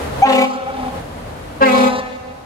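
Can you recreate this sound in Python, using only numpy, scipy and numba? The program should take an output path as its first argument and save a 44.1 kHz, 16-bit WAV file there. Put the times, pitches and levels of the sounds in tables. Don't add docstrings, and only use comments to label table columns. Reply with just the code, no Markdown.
import sys
import numpy as np
from scipy import signal
from scipy.fft import rfft, irfft, next_fast_len
from scipy.io import wavfile
from scipy.ndimage import uniform_filter1d, map_coordinates
from numba import njit

SR = 44100
rng = np.random.default_rng(int(sys.argv[2]) if len(sys.argv) > 2 else 0)


def pcm_store(signal):
    levels = np.round(np.clip(np.atleast_2d(signal), -1, 1) * 32767)
    wavfile.write(sys.argv[1], SR, levels.astype(np.int16).T)


N = 108045
TOP_HZ = 15850

# start/s, end/s, level/dB, attack/s, treble opening/s, left lead/ms, left over right/dB
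BLAST_CUES = [(.236, .44, -12, 0.015, 0.025, 0.15, 2.5), (1.6, 1.88, -10, 0.02, 0.023, 0.408, 1.5)]
def horns():
    out = np.zeros((2, N))
    for i, (start, end, db, attack_s, open_s, lead_ms, left_db) in enumerate(BLAST_CUES):
        direct = amp(db) * placed(blast(i, start, end - start, attack_s, open_s), start)
        if i == 0:
            direct += squeak()
        out += panned(direct, lead_ms, left_db) + house_echoes(direct, i) + street_wash(direct)
    return out


RELEASE_S, ROUGH_S = .015, .11
THROB_HZ, THROB_DEPTH = 33, [.42, .24]
# t/s, f/Hz
LEAD_BEND = [
    [(.25, 268.3), (.29, 265.4), (.33, 257.5), (.39, 253.3), (.45, 255.6)],
    [(1.62, 269), (1.65, 265), (1.69, 255), (1.75, 251), (1.815, 250.1), (1.875, 253.4), (1.9, 256.7)],
]
# harmonic, level/dB
LEAD_BODY = [
    [(1, 0.5), (2, -3.5), (3, 0.5), (4, -9.5), (5, -15), (6, -27), (7, -21.5), (8, -16.5), (9, -8.5),
     (10, -10), (12, -16), (14, -16.5)],
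    [(1, 1), (2, 0), (3, -3), (4, -9), (5, -11), (6, -14.5), (7, -12.5), (8, -12), (9, -16.5), (10, -15),
     (11, -17.5), (12, -27), (14, -22.5)],
]
# harmonic, level/dB
LEAD_TOP = [(16, -22), (20, -29.5), (23, -31), (28, -29.5), (33, -34.5), (37, -55), (44, -28.5), (62, -63)]
# hiss/dB, share of opening blare and rasp, side horns' tilt/(dB per octave)
BITE = [(-14.5, 0.64, 0.3), (-21.5, 0.7, -0.17)]
def blast(i, start, length_s, attack_s, open_s):
    hiss_db, blare, tilt_db = BITE[i]
    t = np.arange(int((length_s + .15) * SR)) / SR
    closing = np.exp(-np.maximum(t - length_s, 0) / RELEASE_S)
    pressure = (1 - np.exp(-(t / attack_s) ** 2)) * closing
    opening = (1 - np.exp(-t / open_s)) * closing ** .19
    unrest = 1 + 4 * np.exp(-t / ROUGH_S)
    lead_hz = curve(LEAD_BEND[i], start + t)[0]
    lead_tone = list(LEAD_BODY[i]) + LEAD_TOP
    lead, lead_phase = reed(lead_hz, lead_tone, opening, unrest, blare, scatter_rad=.61)
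    sides, high_phase = side_horns(i, t, opening, unrest, blare, tilt_db)
    chord = lead + sides + opening * sum_tones(i, lead_phase, high_phase)
    air = reed_air(t, lead_phase, amp(hiss_db) * opening * np.sqrt(unrest), blare)
    out = pressure * (chord + air)
    treble = filtered(out, lambda hz: along([(1000, 0), (2200, 1)], hz))
    return out + THROB_DEPTH[i] * np.cos(2 * np.pi * THROB_HZ * t) * treble


JITTER, FLUTTER = .0012, .15
BLARE_S, BUILD_S, DULL_HZ = .067, .035, 1500
# f/Hz, boost/dB
BLARE_EQ = [(430, 2.5), (550, 6.5), (800, 4), (1050, 18.5), (1350, 7.5), (1600, 16), (1900, 3), (2200, 7),
            (3000, -3.5)]
def reed(hz, tone, opening, unrest, blare, scatter_rad):
    size = len(hz)
    t = np.arange(size) / SR
    phase = phase_of(hz * (1 + JITTER * unrest * wobble(174.2, size)))
    starting = blare * np.exp(-(t / BLARE_S) ** 2)
    out = np.zeros(size)
    for k in range(1, int(TOP_HZ / hz.mean())):
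        harmonic_hz = k * hz.mean()
        gain = amp(along(tone, k) + starting * along(BLARE_EQ, harmonic_hz))
        gain *= opening ** (harmonic_hz / DULL_HZ)
        if k == 1:
            gain *= 1 - np.exp(-t / BUILD_S)
        flutter = FLUTTER * (unrest if k > 3 else 1) * wobble(45.4, size)
        offset = scatter_rad * min(k - 1, 1) * rng.normal()
        out += gain * (1 + flutter) * np.sin(k * phase + offset)
    return np.sqrt(2) * out, phase


SIDE_SHARP, SETTLE_S = .0078, .04
# harmonic, level/dB
LOW_TONE = [(1, -6), (2, -11.5), (3, -15), (4, -15.5), (5, -17), (7, -32.5), (11, -25.5), (18, -48),
            (30, -46), (70, -72)]
# harmonic, level/dB
HIGH_TONE = [(1, -26.5), (2, -18), (3, -18.5), (5, -28), (9, -23), (15, -38.5), (28, -36), (56, -77)]
# low f/Hz, low level/dB, high f/Hz, high level/dB
SIDE_NOTES = [(215.3, -0.5, 281, -0.5), (213.9, 1.5, 282, -2.5)]
def side_horns(i, t, opening, unrest, blare, tilt_db):
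    low_hz, low_db, high_hz, high_db = SIDE_NOTES[i]
    sharp = 1 + SIDE_SHARP * np.exp(-t / SETTLE_S)
    out = np.zeros(len(t))
    for hz, db, tone in [(low_hz, low_db, LOW_TONE), (high_hz, high_db, HIGH_TONE)]:
        tilted = [(k, level + tilt_db * np.log2(k)) for k, level in tone]
        drift = 1 + .00303 * wobble(13.5, len(t))
        horn, phase = reed(hz * sharp * drift, tilted, opening, 1.21 * unrest, blare, scatter_rad=1.1)
        out += amp(db) * horn
    return out, phase


SUM_MULTIPLES = [(1, 1), (1, 2), (2, 2), (4, 1)]
SUM_MIX = [(2, 0, -12.5, -15.5), (0.23, -9.5, -21, -21)]
def sum_tones(i, lead_phase, high_phase):
    return np.sqrt(2) * sum(amp(db) * np.sin(m * lead_phase + n * high_phase)
                            for (m, n), db in zip(SUM_MULTIPLES, SUM_MIX[i]))


RASP_DB, RASP_S = -8, .1
# f/Hz, level/dB
HISS_EQ = [(200, -48), (700, 9), (1100, 8), (1600, -17), (2300, 13), (3200, 7.5), (4200, -2.5), (5600, -13),
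           (7500, -10), (11000, -20), (16000, -30)]
# f/Hz, level/dB
RASP_EQ = [(250, -20), (900, -4), (2600, -2), (3200, -4), (4000, -6), (6000, -20), (15000, -40)]
def reed_air(t, phase, hiss_gain, blare):
    puffs = (1 + np.cos(phase)) ** 2
    hiss = unit(noise(HISS_EQ, len(t)) * puffs * amp(1.8 * wobble(42, len(t))))
    rasp = unit(noise(RASP_EQ, len(t)) * puffs) * blare * np.exp(-(t / RASP_S) ** 2)
    return hiss_gain * hiss + amp(RASP_DB) * rasp


SQUEAK_HZ, SCOOP_DEPTH, SCOOP_S = 807.4, .197, .00633
# t/s, level/dB
SQUEAK_FADER = [(.217, -32), (.226, -4), (.236, 1), (.252, -3), (.27, -11), (.29, -28)]
# harmonic, level/dB
WHISTLE_TONE = [(1, 1.5), (2, -36), (3, -20), (4, -30), (6, -62), (8, -35), (10, -75)]
def squeak():
    start, end = SQUEAK_FADER[0][0], SQUEAK_FADER[-1][0]
    t = np.arange(int((end - start) * SR)) / SR
    scoop = 1 - SCOOP_DEPTH * np.exp(-t / SCOOP_S)
    phase = phase_of(SQUEAK_HZ * scoop * (1 + .022 * wobble(450, len(t))))
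    whistle = np.sqrt(2) * sum(amp(along(WHISTLE_TONE, k)) * np.sin(k * phase) for k in range(1, 10))
    return placed(whistle * amp(curve(SQUEAK_FADER, start + t)[0]), start)


SLAP_BANDS = [255, 520, 780, 1030, 1400, 2300, 5000, 12000]
# delay/s, then level/dB in each band
SLAPBACKS = [
    [(.12, -7.5, -14.5, -16, -10, 5.5, -36, -4.5, -18), (.28, -23.5, -12.5, -25, -28, 2, -27, -22, -40),
     (.445, -15, -23, -16.5, -22, -10, -28.5, -19, -45), (.556, -31, -27, -27, -24, -29, -43, -42, -45)],
    [(.12, -6.5, -12, -6, 1, -5, -13, -0.5, -13.5), (.195, -35, -28, -16, -16, -11, -17, -26, -28),
     (.285, -23, -26, -23, -23, -25, -20, -23, -37), (.445, -29.5, -28, -37, -32, -30, -32, -34, -45)],
]
# f/Hz, level/dB
SLAP_LOW_CUT = [(210, -8), (250, 0.5)]
def house_echoes(direct, i):
    echoes = np.zeros(N)
    for delay_s, *wall_db in SLAPBACKS[i]:
        wall = list(zip(SLAP_BANDS, wall_db))
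        late = placed(direct, delay_s)
        echoes += filtered(late, lambda hz: amp(along(wall, hz) + along(SLAP_LOW_CUT, hz)))
    return panned(echoes, lead_ms=-.26, left_db=1.5)


CLOSE_DB, STREET_DB = -12.5, -11
# f/Hz, time to fall 60 dB/s
STREET_DECAY = [(200, 0.68), (800, 1.22), (3000, 0.99), (6000, 1.28), (12000, 0.28)]
def street_wash(direct):
    bright = filtered(direct, lambda hz: amp(along([(250, -1.5), (1500, 14.5), (6000, 10.5)], hz)))
    splash = reverb(bright, t60=[(200, .051), (10000, .029)], delay_s=.004)
    return amp(CLOSE_DB) * splash + amp(STREET_DB) * reverb(direct, STREET_DECAY, delay_s=.03)


# t/s, engine level/dB, road level/dB
TRUCK_FADERS = [(0, -29.5, -26), (.22, -28.5, -26), (.32, -33, -14.5), (.58, -37, -29), (.85, -30.5, -28),
                (1.05, -34.5, -32.5), (1.55, -33.5, -34.5), (1.8, -30.5, -25.5), (2.1, -32, -32.5),
                (2.45, -46.5, -41)]
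def truck():
    engine_db, road_db = curve(TRUCK_FADERS, np.arange(N) / SR)
    return diesel(engine_db) + wet_road(road_db)


FIRING_HZ, FIRING_DB = 76.7, -3
# f/Hz, level/dB
RUMBLE_EQ = [(18, -24), (30, -22), (42, 6.5), (52, -2), (72, -1.5), (100, 4), (150, -7), (200, -5.5),
             (300, -2), (600, -68)]
def diesel(level_db):
    phase = phase_of(FIRING_HZ * (1 + .0789 * wobble(9.3, N)))
    firing = unit((np.sin(phase) + .96 * np.sin(2 * phase)) * amp(2.5 * wobble(18, N)))
    engine = unit(stereo_noise(RUMBLE_EQ) + amp(FIRING_DB) * firing)
    return amp(level_db + .81 * wobble(9.4, N)) * engine


# f/Hz, level/dB
ROAD_EQ = [(60, -53), (160, -10), (350, -6), (520, 0.5), (1000, -6), (2000, -15), (4000, -22), (5700, -28),
           (7500, -28.5), (11500, -30.5), (15500, -41.5)]
def wet_road(level_db):
    flicker_db = .7 * wobble(24.94, N)
    return amp(level_db + flicker_db) * panned(stereo_noise(ROAD_EQ), lead_ms=.45, left_db=1)


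# f/Hz, left-right correlation
STEREO_IMAGE = [(60, 0.88), (250, 0.95), (600, 0.19), (1500, 0.13), (8000, 0.07)]
def stereo_noise(spectrum):
    def mid_side(hz):
        width = np.arccos(np.clip(along(STEREO_IMAGE, hz), -1, 1)) / 2
        return amp(along(spectrum, hz)) * [np.cos(width), np.sin(width)]
    mid, side = filtered(rng.standard_normal((2, N)), mid_side)
    return unit(np.array([mid + side, mid - side]))


def noise(spectrum, size):
    return unit(filtered(rng.standard_normal(size), lambda hz: amp(along(spectrum, hz))))


def reverb(x, t60, delay_s):
    hz, t, bands = signal.stft(rng.standard_normal((2, SR + SR // 2)), SR, nperseg=256)
    decay = amp(-60 * t / along(t60, hz)[:, None])
    tail = signal.istft(bands * decay, SR, nperseg=256)[1]
    return signal.fftconvolve(placed(x, delay_s)[None], tail / np.linalg.norm(tail[0]), axes=1)[:, :N]


def panned(x, lead_ms, left_db):
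    half = np.array([[.5], [-.5]])
    return filtered(x, lambda hz: amp(half * left_db) * np.exp(2j * np.pi * hz * half * lead_ms / 1000))


def filtered(x, response):
    size = x.shape[-1]
    padded = next_fast_len(size + 8192)
    return irfft(rfft(x, padded) * response(np.fft.rfftfreq(padded, 1 / SR)), padded)[..., :size]


def placed(x, s):
    return np.pad(x, (max(round(s * SR), 0), N))[:N]


def wobble(rate, size):
    return map_coordinates(rng.standard_normal(int(size * rate / SR) + 4), [np.arange(size) * rate / SR])


def along(points, hz):
    knots, values = np.transpose(points)
    return np.interp(np.log(hz + .00095), np.log(knots), values)


def curve(rows, t):
    times, *columns = np.transpose(rows)
    return [np.interp(t, times, column) for column in columns]


def phase_of(hz):
    return 2 * np.pi * np.cumsum(hz) / SR


def amp(db):
    return 10 ** (np.asarray(db) / 20)


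def unit(x):
    return x / np.sqrt(np.mean(x ** 2) + 1e-20)


def scene():
    return horns() + truck()


LIMIT_DB, GRAB_S, HOLD_S, RECOVER_DB_PER_S = -11, .011, .091, 27
@njit
def overshoot(over_db):
    out, held_db, wait = np.zeros(len(over_db)), 0., 0.
    for i in range(len(over_db)):
        wait -= 1
        if over_db[i] > held_db - 3:
            wait = HOLD_S * SR
        if over_db[i] > held_db:
            held_db += (over_db[i] - held_db) / (GRAB_S * SR)
        elif wait < 0:
            held_db = max(held_db - RECOVER_DB_PER_S / SR, 0.)
        out[i] = held_db
    return out


def record(dry):
    power = np.abs(uniform_filter1d(np.mean(dry ** 2, axis=0), size=700)) + 1e-12
    ducked = dry * amp(-.95 * overshoot(10 * np.log10(power) - LIMIT_DB))
    clipped = ducked / (1 + np.abs(ducked / .95) ** 12) ** (1 / 12)
    return filtered(clipped, lambda hz: hz < TOP_HZ)


dry = scene()
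out = record(dry)
pcm_store(out)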